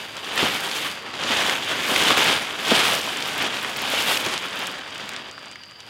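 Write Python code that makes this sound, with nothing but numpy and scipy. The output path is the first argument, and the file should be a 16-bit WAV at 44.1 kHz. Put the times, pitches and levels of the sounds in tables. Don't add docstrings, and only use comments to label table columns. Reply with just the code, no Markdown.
import sys
import numpy as np
from scipy import signal
from scipy.fft import rfft, irfft
from scipy.io import wavfile
from scipy.ndimage import uniform_filter1d

SR = 44100
rng = np.random.default_rng(int(sys.argv[2]) if len(sys.argv) > 2 else 0)


def to_linear_factor(level_db):
    exponent = np.asarray(level_db, float) / 20
    return 10 ** exponent


def put_to_file(sound):
    columns = np.atleast_2d(sound).T
    safe = np.clip(columns, -1, 1)
    whole_steps = np.round(safe * 32767)
    wavfile.write(sys.argv[1], SR, whole_steps.astype(np.int16))


N = 259922
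HZ = np.arange(N // 2 + 1) * SR / N + 1
BANDS_HZ = 35 * 2 ** np.arange(0, 9.1, .5)


def level(x, db):
    return x * to_linear_factor(db) / np.sqrt(np.mean(x ** 2))


def colour(table, hz):
    table_hz, table_db = np.array(table)[:, 0], np.array(table)[:, 1]
    return np.interp(np.log(hz), np.log(table_hz), table_db)


def coloured_noise(table, db):
    return level(irfft(rfft(rng.standard_normal(N)) * to_linear_factor(colour(table, HZ)), N), db)


def band(x, hz):
    off = np.clip(2 * np.log2(HZ / hz), -1, 1)
    return irfft(rfft(x) * np.cos(np.pi * off / 2) ** 2, N)


def resonance(x, hz, width):
    b, a = signal.iirpeak(hz, hz / width, fs=SR)
    return signal.lfilter(b, a, signal.lfilter(b, a, x))


def walk(rate):
    k = int(SR / rate)
    held = np.repeat(rng.standard_normal(N // k + 1), k)
    w = uniform_filter1d(uniform_filter1d(held, k), k)[:N]
    return w / w.std()


def clicks(s, size):
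    return np.bincount(np.clip((s * SR).astype(int), 0, N - 1), size, N)


def wood():
    # frequency in Hz, density in dB per Hz.
    leaves = [(30, -14), (106, -5), (300, -21), (3000, -17.5), (5500, -28), (10000, -39), (15800, -41)]
    # centre in Hz, width in Hz, rms level in dB.
    insects = [
        (4740, 320, -49.5),
        (2990, 420, -56),
    ]
    hush = coloured_noise(leaves, -52.5)
    for hz, width, db in insects:
        song = resonance(rng.standard_normal(N), hz, width)
        hush = hush + level(song * to_linear_factor(walk(60)), db)
    return hush


def handling():
    # start of full strength in seconds, hold in seconds, level in dB, crispness in dB.
    pulls = [(0, .05, -35.5, 2), (.17, .12, -35, 0), (.4, .05, -22, 0.5), (.52, .35, -29, 5),
             (0.999, .15, -37, -10), (1.23, .03, -27, -8), (1.32, .08, -22, -3), (1.46, .07, -25, 1),
             (1.68, .15, -27, -2), (1.9, .03, -24, 8), (2.0, .32, -20, 1), (2.47, .12, -34, -2),
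             (2.71, .08, -20, 1.5), (2.85, .07, -21, 5), (3.049, .3, -29.5, 2), (3.421, .02, -24, -5),
             (3.55, .15, -30, 1), (3.8, .05, -28, -1), (3.92, .08, -25, 4.5), (4.079, .05, -23, 9),
             (4.26, .08, -27, -2.5), (4.451, .05, -32, -4), (4.59, .05, -30, -3), (4.7, .08, -35, -9),
             (4.84, .06, -40, -10), (4.959, .06, -35, -7), (5.1, .08, -36, -9), (5.25, .27, -43, -9),
             (5.649, .15, -50, -3), (5.88, .01, -44, -1)]
    rise_db_per_s, fall_db_per_s = 120, 90
    s, hold, db, crisp_db = np.transpose(pulls)
    t = np.arange(0, N + 99, 100)[:, None] / SR
    rise_db = rise_db_per_s * np.maximum(s - t, 0)
    fall_db = fall_db_per_s * np.maximum(t - s - hold, 0)
    power = to_linear_factor(db - rise_db - fall_db) ** 2
    total = power.sum(axis=1)
    slow = 10 * np.log10(total), power @ crisp_db / total
    return [np.interp(np.arange(N) / SR, t[:, 0], c) for c in slow]


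def register_levels(effort_db, crisp_db):
    # rustle, billow, crinkle, fizz in dB per dB.
    crisp_share = [0, -0.1, 0.22, 0.92]
    effort_share = [0, -0.032, 0.15, 0.068]
    db = effort_db + np.outer(effort_share, effort_db) + np.outer(crisp_share, crisp_db)
    return db - 10 * np.log10(np.mean(to_linear_factor(db) ** 2, axis=1))[:, None]


def creases(moves_db, count=50000, busier=.3, scatter_db=1.0, most_db=12, octaves=1.0,
            slide_db=-3, shiver_s=0.0036):
    # rustle, billow, crinkle, fizz in Hz.
    register_hz = [2200, 300, 7000, 12500]
    # frequency in Hz, density in dB per Hz.
    sheet = [(18, -61), (30, -24), (106, -10), (244, -3.5), (344, -3.5), (523, -2.5), (581, -2.5),
             (1660, -1), (2040, -2), (3110, 0.5), (4730, -10), (12800, -22.5), (14600, -29), (17900, -30)]
    cluster_db = 0.25 * walk(25) + 0.99 * walk(60)
    cluster_db = cluster_db - uniform_filter1d(cluster_db, SR // 7)
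    density = to_linear_factor(busier * moves_db[0])
    density = density / density.mean()
    when, big, where, sign = rng.random((count, 4)).T
    s = np.interp(when, np.cumsum(density) / N, np.arange(N) / SR)
    size = to_linear_factor(np.minimum(-scatter_db * np.log(big), most_db)) * np.sign(sign - .5)
    pitch = BANDS_HZ[0] * (BANDS_HZ[-1] / BANDS_HZ[0]) ** where
    order = np.argsort(register_hz)
    log_register = np.log(np.array(register_hz)[order])
    out = 0
    for hz in BANDS_HZ:
        nearness = np.exp(-(np.log2(pitch / hz) / octaves) ** 2)
        kicks = clicks(s, size * nearness) / np.sqrt(density)
        pops = band(kicks, hz)
        shiver = signal.lfilter([1], [1, -np.exp(-1 / (shiver_s * SR))], kicks ** 2)
        slide = band(rng.standard_normal(N) * np.sqrt(0.5 + shiver / shiver.mean()), hz)
        share = [np.interp(np.log(hz), log_register, order == k) for k in range(4)]
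        crisp = np.clip(1.15 + hz / 59000.0, 0, 1.5)
        slice_db = colour(sheet, hz) + 10 * np.log10(hz)
        db = slice_db + share @ moves_db + crisp * cluster_db + 0.73 * walk(20)
        mixed = level(pops, 0) + level(slide, slide_db - 2.0 * crisp)
        out = out + to_linear_factor(db) * level(mixed, 0)
    coarse = np.c_[BANDS_HZ, colour(sheet, BANDS_HZ)]
    fine_db = colour(sheet, HZ) - colour(coarse, HZ)
    return level(irfft(rfft(out) * to_linear_factor(fine_db), N), -24.5)


def snaps(effort_db, chatter_s=0.0027, chatter_db=-9, count=120):
    # start in seconds, peak in dB, mid in relative dB, top in relative dB.
    clear_folds = [(0.167, -22, -5, -25), (0.379, -14.5, 7, -19), (0.4544, -26, 1, -14),
                   (0.5434, -21, -6, -19), (0.6054, -29, -3, -11), (0.6954, -21, -4, -24),
                   (0.913, -25, 13, -11), (1.4267, -18, 2, -22), (1.496, -12, -1, -27),
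                   (1.5514, -21, -4, -24), (1.6457, -19, -4, -16), (1.8114, -22, -2, -19),
                   (2.2423, -8, -2, -17), (2.5634, -29, -4, -17), (2.6816, -13, 1, -19),
                   (2.7621, -8, 7, -28), (2.8554, -19, -1, -14), (2.9344, -13, -6, -14),
                   (2.9504, -10, -7, -19), (3.0131, -15, -5, -20), (3.1703, -14.5, -10, -19),
                   (3.2251, -18, -6, -26), (3.7684, -27, 7, -6), (3.8172, -23, -2, -15),
                   (3.9014, -23, -2, -14), (4.0224, -13, 0, -17), (4.1734, -15, 3, -14),
                   (4.262, -11, 4, -15), (4.338, -15, -5, -22), (4.377, -13.5, 10, -30)]
    # start in seconds, peak in dB, mid in relative dB, top in relative dB.
    settling = [(4.4228, -26, -4, -21), (4.4574, -29, -1, -17), (4.4837, -25, -2, -26), (4.555, -27, 1, -8),
                (4.5914, -27, 0, -16), (4.6698, -15, -17, -25), (4.7137, -28, -6, -16),
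                (4.7874, -36, 4, -16), (4.8074, -37, -3, -28), (4.9057, -28, -3, -26),
                (4.9472, -26, -1, -18), (4.9786, -23, -3, -16), (5.0034, -28, -1, -18),
                (5.0564, -33, 4, -9), (5.0903, -23, -7, -21), (5.1174, -29, 1, -19), (5.1354, -27, 2, -21),
                (5.1625, -21.5, 13, -33), (5.2664, -39, -2, -29), (5.3118, -25, 1, -30),
                (5.3908, -33, -4, -24), (5.457, -29, -4, -29), (5.4819, -34, -1, -25),
                (5.5131, -25, -8, -27), (5.5224, -32, -1, -25), (5.6341, -39, 5.5, -24),
                (5.6568, -37, -4, -24), (5.7104, -32, -8, -34), (5.803, -30, -5.5, -26),
                (5.8644, -39, -0.5, -21)]
    # start in seconds, peak in dB.
    prick_peaks = [(0.3581, -23), (0.605, -26), (0.7492, -26), (1.8866, -21), (1.9794, -17), (2.176, -18),
                   (2.2433, -18), (2.6803, -26), (2.8539, -23), (2.8953, -25), (2.9502, -22), (3.2745, -24),
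                   (3.3792, -24), (3.4261, -21), (3.6277, -24), (3.7678, -22), (3.8182, -22), (3.9005, -22),
                   (4.0223, -28), (4.1734, -26), (4.2413, -31), (4.2622, -27), (4.3375, -35), (4.4568, -36),
                   (4.5565, -33), (4.5905, -25), (4.6698, -26), (4.7147, -32), (4.787, -40), (5.0903, -32)]
    most_db = -12
    delay_s = .0012

    pricks = [(s, db - 5.5, -6, 4.5) for s, db in prick_peaks]

    when, chance = rng.random(count), 2 * rng.random((count, 3)).T - 1
    small_db = effort_db[(when * N).astype(int)] - 2 + 8.5 * chance[0]
    small = [when * N / SR, small_db, -9 * chance[1], -19 - 9 * chance[2]]

    s, db, mid_db, top_db = np.c_[np.transpose(clear_folds + settling + pricks), small]
    db = np.minimum(db, most_db)
    lag, size = rng.random((len(s), 2, 5)).transpose(1, 0, 2)
    times = delay_s + s[:, None] + np.c_[0 * s, -chatter_s * np.log(lag)]
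    sizes = np.c_[1 + 0 * s, to_linear_factor(chatter_db) * (2 * size - 1)]
    registers = [((1200, 4600), db + mid_db - 6),
                 ((4600, 8600), db),
                 ((8600, 16500), db + top_db + 7)]
    impulse = np.r_[np.zeros(99), 1, np.zeros(99)]
    out = 0
    for edges, gain_db in registers:
        sos = signal.butter(4, edges, "bandpass", fs=SR, output="sos")
        peak = np.abs(signal.hilbert(signal.sosfilt(sos, impulse))).max()
        strengths = sizes * to_linear_factor(gain_db - 1)[:, None]
        out = out + signal.sosfilt(sos, clicks(times.ravel(), strengths.ravel())) / peak
    return out


def crumples():
    # start in seconds, peak in dB, centre in Hz.
    bursts = [(0.2447, -21, 3040), (0.377, -7.5, 1950), (0.713, -12, 3240), (0.7696, -15, 3530),
              (0.9737, -21.5, 1880), (1.0625, -23, 1710), (1.1388, -20, 3510), (1.2361, -15, 3400),
              (1.29, -15, 3030), (1.496, -7.5, 1840), (1.6921, -23, 3290), (1.961, -3.5, 2160),
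              (2.1066, -4, 1530), (2.228, -10, 3410), (3.0754, -17, 969), (3.224, -9.5, 3260),
              (3.422, -15, 3290), (3.5693, -13, 2540), (3.6456, -11.5, 1510), (3.7614, -17, 2980),
              (4.1697, -8, 2680), (4.2482, -16, 2930), (4.3382, -17, 2870), (4.5935, -21, 3270),
              (4.9561, -21, 2530), (5.0909, -16, 3180), (5.379, -23, 1250), (5.5568, -23, 2100),
              (5.6346, -23.5, 2800), (5.8038, -25, 3040)]
    decay_s = .0042
    out, t = np.zeros(N + SR), np.arange(SR // 20) / SR
    for s, db, hz in bursts:
        ticks = rng.standard_normal(len(t)) ** 3 * np.exp(-t / decay_s)
        ticks[int(.001 * SR)] = 1.1 * np.abs(ticks).max()
        burst = resonance(ticks, hz, 0.97 * hz)
        i = int(s * SR)
        out[i:i + len(t)] += to_linear_factor(db - 1.5) * burst / np.abs(burst).max()
    return out[:N]


def flaps():
    # start in seconds, peak in dB, pitch in Hz, length in seconds.
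    thumps = [(0.425, -13.5, 201, .014), (1.242, -25, 400, .02), (1.301, -18, 450, 0.024),
              (1.889, -19.5, 497, 0.02), (1.914, -16, 450, 0.017), (2.101, -13.5, 310, 0.015),
              (2.261, -27, 300, 0.018), (2.29, -28, 352, .015), (2.713, -10.5, 302, 0.0074),
              (3.435, -24, 500, .015), (3.93, -22, 450, .012), (4.258, -22, 300, .015),
              (4.591, -41, 402, .015)]
    out, t = np.zeros(N), np.arange(SR // 8) / SR
    for s, db, hz, length in thumps:
        swell = t / .005 * np.exp(1 - t / .005)
        tail = .35 * np.exp(-t / max(length, .004))
        thud = resonance(rng.standard_normal(len(t)) * (swell + tail), hz, 1.9 * hz)
        i = int(s * SR)
        out[i:i + len(t)] += to_linear_factor(db + 2.0) * thud / np.abs(thud).max()
    return out


def trees(sack):
    t60_s, trees_db = 0.67, -19
    lag = np.arange(SR // 2) / SR
    scatter = rng.standard_normal(len(lag)) * to_linear_factor(-60 * lag / t60_s) * (lag > .004)
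    scatter = signal.lfilter([1], [1, -.5], scatter)
    return signal.fftconvolve(sack, to_linear_factor(trees_db) * scatter / np.linalg.norm(scatter))[:N]


def scene():
    background = wood()
    effort_db, crisp_db = handling()
    moves_db = register_levels(effort_db, crisp_db)
    sack = creases(moves_db) + snaps(effort_db) + crumples() + flaps()
    return (sack + trees(sack) + background)[None]


def roll_off(x):
    return signal.sosfilt(signal.butter(12, 16850, fs=SR, output="sos"), x)


def record(dry):
    bass_cut_hz, top_hz = 74, 15820
    bass_cut = signal.butter(2, bass_cut_hz, "highpass", fs=SR, output="sos")
    top_cut = signal.ellip(12, .2, 75, top_hz, fs=SR, output="sos")
    mic = signal.sosfilt(top_cut, signal.sosfilt(bass_cut, dry))
    return roll_off(mic)


dry = scene()
out = record(dry)
put_to_file(out)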